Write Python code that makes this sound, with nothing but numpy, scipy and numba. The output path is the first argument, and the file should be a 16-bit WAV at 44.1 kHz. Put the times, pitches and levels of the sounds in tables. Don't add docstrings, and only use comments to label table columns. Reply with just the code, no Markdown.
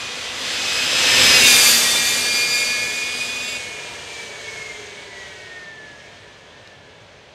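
import sys
import numpy as np
from scipy import signal
from scipy.io import wavfile
from scipy.ndimage import uniform_filter1d
from numba import njit

SR = 44100
rng = np.random.default_rng(int(sys.argv[2]) if len(sys.argv) > 2 else 0)


def master(y):
    cut = np.clip(np.atleast_2d(y).T, -1, 1)
    pcm = np.round(cut * 32767)
    wavfile.write(sys.argv[1], SR, pcm.astype(np.int16))


def nominal_scale(level):
    x = np.asarray(level, float) / 20
    return 10 ** x


N = 323694
STEP = 64
SLOW_S = np.arange(N // STEP + 2) * STEP / SR
CLOCK_S = np.arange(N) / SR


def curves(table):
    seconds, *columns = np.transpose(table)
    return [np.interp(SLOW_S, seconds, column) for column in columns]


def fine(control):
    return np.interp(CLOCK_S, SLOW_S, control)


def humps(rows, gain):
    return sum(gain(db) * np.exp(-((SLOW_S - middle) / half) ** 2) for middle, half, db in rows)


def by_pitch(table, hz):
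    table_hz, table_db = np.transpose(table)
    return np.interp(np.log(hz), np.log(table_hz), table_db)


def walk(rate):
    hold = int(SR / STEP / rate)
    levels = np.repeat(rng.standard_normal(len(SLOW_S) // hold + 1), hold)
    return 1.175 * uniform_filter1d(uniform_filter1d(levels, hold), hold)[:len(SLOW_S)]


def unit(x):
    return x / np.sqrt(np.mean(x ** 2))


@njit
def svf(x, g, k):
    y, b, l = np.empty(len(x)), 0., 0.
    for i in range(len(x)):
        v = (b + g[i] * (x[i] - l)) / (1 + g[i] * (g[i] + k))
        b, l, y[i] = 2 * v - b, l + 2 * g[i] * v, k * v
    return y


def band(hz, sharp):
    g = np.tan(np.pi * hz / SR)
    g = fine(g) if np.ndim(g) else np.full(N, g)
    once = svf(rng.standard_normal(N), g, sharp)
    return unit(svf(once, g, sharp))


def air_db(hz, hiss_db, slope):
    octaves_above = np.maximum(np.log2(hz / 8200), 0)
    return slope * octaves_above * (hiss_db - hiss_db.max())


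# pitch in Hz, level in dB per Hz.
TOWN = [(18, -39), (30, -11), (102, 5.5), (328, -12.5), (597, 2), (1140, -12.5), (3070, -27), (6360, -32.5),
        (15000, -52.5)]


def town():
    out, swelling = 0, walk(0.72)
    for hz in 50 * 2 ** np.arange(0, 7.6, .5):
        db = by_pitch(TOWN, hz) + 10 * np.log10(hz)
        out = out + fine(nominal_scale(db + .6 * swelling + .7 * walk(3.1))) * band(hz, 0.52)
    return unit(out) * nominal_scale(-49.0)


# start in seconds, peak in dB.
GRIT = [
    (6.6745, -32.5),
]


def grit():
    out, t = np.zeros(N), np.arange(400) / SR
    shape = (1 - np.exp(-t / .0004)) * np.exp(-t / 0.0013)
    for s, db in GRIT:
        i = int(s * SR)
        out[i:i + len(t)] += nominal_scale(db) * shape * band(4300.0, 0.59)[i:i + len(t)]
    return out


def parked_trailers(whine, hiss_db):
    lag = int(.085 * SR)
    back = np.concatenate([np.zeros(lag), whine[:-lag]])
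    return back * fine(nominal_scale(-8.0 + 0.6 * (hiss_db - hiss_db.max())))


# time in seconds, speed in turns per second.
MOTOR = [(0, 230.5), (1.1, 244), (2.05, 253.4), (2.45, 257.2), (3.35, 263.8), (3.52, 265.6), (3.65, 261.1),
         (3.95, 255.9), (4.15, 249.4), (4.65, 228.4), (5.15, 207.3), (5.65, 188.9), (6.15, 170.2),
         (6.7, 152.7), (7.34, 133)]
GEARING = 9.5
WHEEL_M, KERB_M = .86, 4.75
PASSES_S, SOUND_M_S = 1.44, 343


def track():
    turns = curves(MOTOR)[0]
    speed = turns * WHEEL_M / GEARING
    along = np.cumsum(speed) * STEP / SR
    along = along - np.interp(PASSES_S, SLOW_S, along)
    leaving = speed * along / np.hypot(along, KERB_M)
    return turns, along, turns / (1 + leaving / SOUND_M_S)


# loudest level in dB, best heard in metres past the phone,
# reach in metres, loss in dB per doubled distance, gain from behind in dB.
RUSH_LAW = [
    (-30, -3, 2.5, 5, 2),
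    (-24.5, -2, 6, 5.5, 0.9),
    (-19, -4, 4.67, 5.5, 0.43),
    (-20.5, 1.5, 5.08, 5.5, 3.5),
]
# loss in the air in dB per 100 m, then growth as a power of speed.
AIR_DB_PER_100M = [0.5, 1, 4.2, 18]
SPEED_POWER = [0.48, 1.06, 1.3, 1.97]
# middle in seconds, half length in seconds, level in dB.
RISES_AND_DIPS = [
    (0, 0.27, -3),
    (0.548, 0.086, 0.5),
    (1.717, 0.077, 1.5),
    (2.338, .1, 1.6),
    (3.868, 0.2, -2.5),
    (4.6, 0.19, 1),
    (5.8, 0.43, -0.5),
]


def rush(turns, along):
    far = np.hypot(along, KERB_M)
    speed_db = 20 * np.log10(turns / turns.max())
    levels = []
    for (db, best, reach, fall, rear), air, power in zip(RUSH_LAW, AIR_DB_PER_100M, SPEED_POWER):
        spread_db = fall * np.log2(np.hypot((along - best) / reach, 1))
        levels.append(db - spread_db + rear * along / far - air * far / 100 + power * speed_db)
    sway_db = humps(RISES_AND_DIPS, float)
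    return np.array(levels) + np.outer([0, 0, 0.49, 1], sway_db)


RUSH_CENTRE_HZ = [140, 650, 3100, 8200]
# pitch in Hz, level in dB in a third of an octave.
TYRE = [(30, -44), (60, -14), (140, -9), (320, -9.5), (500, -7), (850, -10), (1400, -6), (2200, -2),
        (3100, 1.5), (4500, 1.5), (6500, 0), (8200, -1), (11000, -2.5), (15500, -20)]


def tyres(rush_db):
    out, gust, patter = 0, walk(8), walk(13)
    for hz in 32 * 2 ** np.arange(0, 9, 1 / 3):
        share = [np.interp(np.log(hz), np.log(RUSH_CENTRE_HZ), row) for row in np.eye(4)]
        db = np.dot(share, rush_db) + by_pitch(TYRE, hz) + air_db(hz, rush_db[3], 0.96)
        db = db + 0.26 * gust + min(hz / 5000, 1) * 0.99 * patter + 1.0 * walk(12)
        out = out + fine(nominal_scale(db)) * band(hz, 0.39)
    return out


# pitch in Hz, width in
# Hz, level in dB.
FRAME = [(423, 67, -1), (592.6, 32, -3.5), (699.6, 20, -7.5), (961, 76, -6), (1746, 190, 0),
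         (2225, 120, -0.5), (3080, 500, -3.5), (6700, 810, 2.5), (8200, 600, -3.5)]
# time in seconds, level in dB.
COAST = [
    (0, -27),
    (3.4, -4.5),
    (3.8, 0),
    (5.3, 1.5),
    (5.7, -1),
    (7.34, -1),
]


def frame(rush_db):
    out, coast_db = 0, curves(COAST)[0] - 2.5
    for hz, w, db in FRAME:
        drive_db = rush_db[1 + (hz > 1000) + (hz > 5000)]
        out = out + fine(nominal_scale(db + coast_db + drive_db + 1.4 * walk(7))) * band(hz, 1.5 * w / hz)
    return out


# time in seconds, level in dB.
LOAD = [
    (0, -2),
    (1.0, 0.5),
    (2.0, -3.5),
    (2.6, 0.5),
    (3.1, -1.5),
    (3.4, -1),
    (3.57, 1.5),
    (3.62, -17.5),
    (7.34, -8),
]
# multiple of the shaft, width in multiples, level in dB over the hiss.
RATTLE = [(10.47, 2.4, -8), (15, 1.2, -7.5), (19.56, 1.8, 1), (29.6, 2.6, -1), (39.6, 5.0, -5),
          (50.5, 18.0, -4.5)]


def chain(shaft_hz, hiss_db, behind):
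    slap_db = hiss_db + np.minimum(curves(LOAD)[0], 0) + 3.2 * walk(14) - 1.1 * (1 - behind)
    out = 0
    for k, w, db in RATTLE:
        hz = k * shaft_hz
        level_db = db + slap_db + air_db(hz, hiss_db, 0.76) + walk(30)
        out = out + fine(nominal_scale(level_db)) * band(hz, w / k)
    return out


# middle in seconds, half length in seconds, height in dB.
SWELLING = [10, 9, 7, 8, 20, 19, 15, 14, 11]
SWELLS = [
    [(.05, 0.13, 17.5), (.87, 0.37, 17), (1.5, .2, 19.5), (2.1, 0.28, 5), (2.6, 0.43, 23),
     (3.4, 0.47, 19.5), (4.22, 0.11, 16.5), (4.62, 0.21, 22), (5.2, 0.12, 19.5), (5.7, 0.28, 24)],
    [(1.45, 0.34, 16.5), (2.75, 0.49, 24), (3.65, 0.19, 20)],
    [(1.35, 0.41, 20.5), (2.7, .55, 26.5)],
    [(.2, .3, 10), (1.3, .2, 3), (1.95, 0.21, 18.5), (4.5, .35, 15.5), (5.4, 0.33, 15)],
    [(1.5, 0.51, 8), (2.45, .3, 10.5), (3.15, .1, 8)],
    [(1.65, 0.1, -1), (2.5, 0.46, 11)],
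    [(1.5, 0.1, 7), (2.0, 0.18, 11)],
    [(3.25, .3, 8.5)],
    [(1.45, .2, 9.5), (3.5, 0.13, 11.5)],
]


def swell(k):
    return 1 + humps(dict(zip(SWELLING, SWELLS)).get(k, []), nominal_scale)


# multiple of the shaft, place in WHINE_DB.
LINES_OF = [(10, 0), (9, 1), (7, 1), (8, 2), (20, 3), (19, 3), (15, 3), (25, 3), (29, 3), (30, 3), (40, 3)]
# dB from the front, dB from behind.
LINES_DB = [(-6, 2), (-5.5, 4), (-8, -4.5), (-1, -0.5), (-2, 3), (-5.5, 2), (-4.5, 4.5), (-16.5, -0.5),
            (-5.5, -14), (-18, -13.5), (-18, -18)]
LOADED = [(1, 1), (2, 1), (5, 1), (11, 2), (14, 2)]
# dB from the front, dB from behind.
LOADED_DB = [(-14, -10), (-9, -11.5), (-22, -12), (-15, -9.5), (-11, -9)]
WHINE_DB = (-14.5, -22, -20, -10)
# time in seconds, depth from 0 to 1.
THROB = [
    (0, 0),
    (2.0, 0),
    (4.35, 0.3),
    (4.5, 0.5),
    (4.7, 0.5),
    (4.9, 0.26),
    (7.34, 0.1),
]


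def motor(shaft_hz, rush_db, behind):
    turn = 2 * np.pi * np.cumsum(fine(shaft_hz)) / SR
    throb = 1 + fine(np.clip(curves(THROB)[0], 0, 1)) * np.cos(turn / GEARING + 3.25)
    load_db, coast_db = curves(LOAD)[0], curves(COAST)[0]
    whine_db = [rush_db[2] + db for db in WHINE_DB]
    whine_db[3] = whine_db[3] + load_db
    driven = [(k, whine_db[column]) for k, column in LINES_OF]
    driven += [(k, rush_db[column] + load_db) for k, column in LOADED]
    lines = []
    for (k, db), (front, rear) in zip(driven, [*LINES_DB, *LOADED_DB]):
        lines.append((k, swell(k) * nominal_scale(db + front + (rear - front) * behind)))
    for k in (2, 11, 12):
        ring = sum(nominal_scale(db) / (1 + (2 * (k * shaft_hz - hz) / w) ** 2) for hz, w, db in FRAME)
        lines.append((k, ring * nominal_scale(rush_db[1 if k < 4 else 2] + coast_db + 1.0)))
    near = nominal_scale(.5 * (rush_db[3] - rush_db[3].max()))
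    out = 0
    for k, gain in lines:
        flutter_db = 0.52 * walk(12) + (1.2 + 3.4 * near) * walk(40)
        wander = (0.62 + 0.066 * k) * walk(30)
        out = out + fine(gain * nominal_scale(flutter_db)) * np.sqrt(2) * np.sin(k * turn + fine(wander))
    return out * throb


def scene():
    turns, along, shaft_hz = track()
    rush_db = rush(turns, along)
    behind = .5 + .5 * along / np.hypot(along, 7.0)
    whine = motor(shaft_hz, rush_db, behind)
    kart = tyres(rush_db) + frame(rush_db) + chain(shaft_hz, rush_db[3], behind) + whine
    street = town() + grit() + parked_trailers(whine, rush_db[3])
    return np.tile(street + kart, (2, 1))


def band_limit(x):
    return signal.sosfilt(signal.butter(12, 15690, fs=SR, output="sos"), x)


# pitch in Hz, width in Hz, added share.
PORT = [(5530, 350, -0.14), (6050, 430, 0.58), (10600, 1300, -0.44), (11700, 390, 0.41)]


def record(dry):
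    heard = dry[0]
    for hz, w, share in PORT:
        heard = heard + share * svf(heard, np.full(N, np.tan(np.pi * hz / SR)), w / hz)
    rounded = np.tanh(.75 * heard) / .8
    return band_limit(np.tile(rounded, (2, 1)))


dry = scene()
out = record(dry)
master(out)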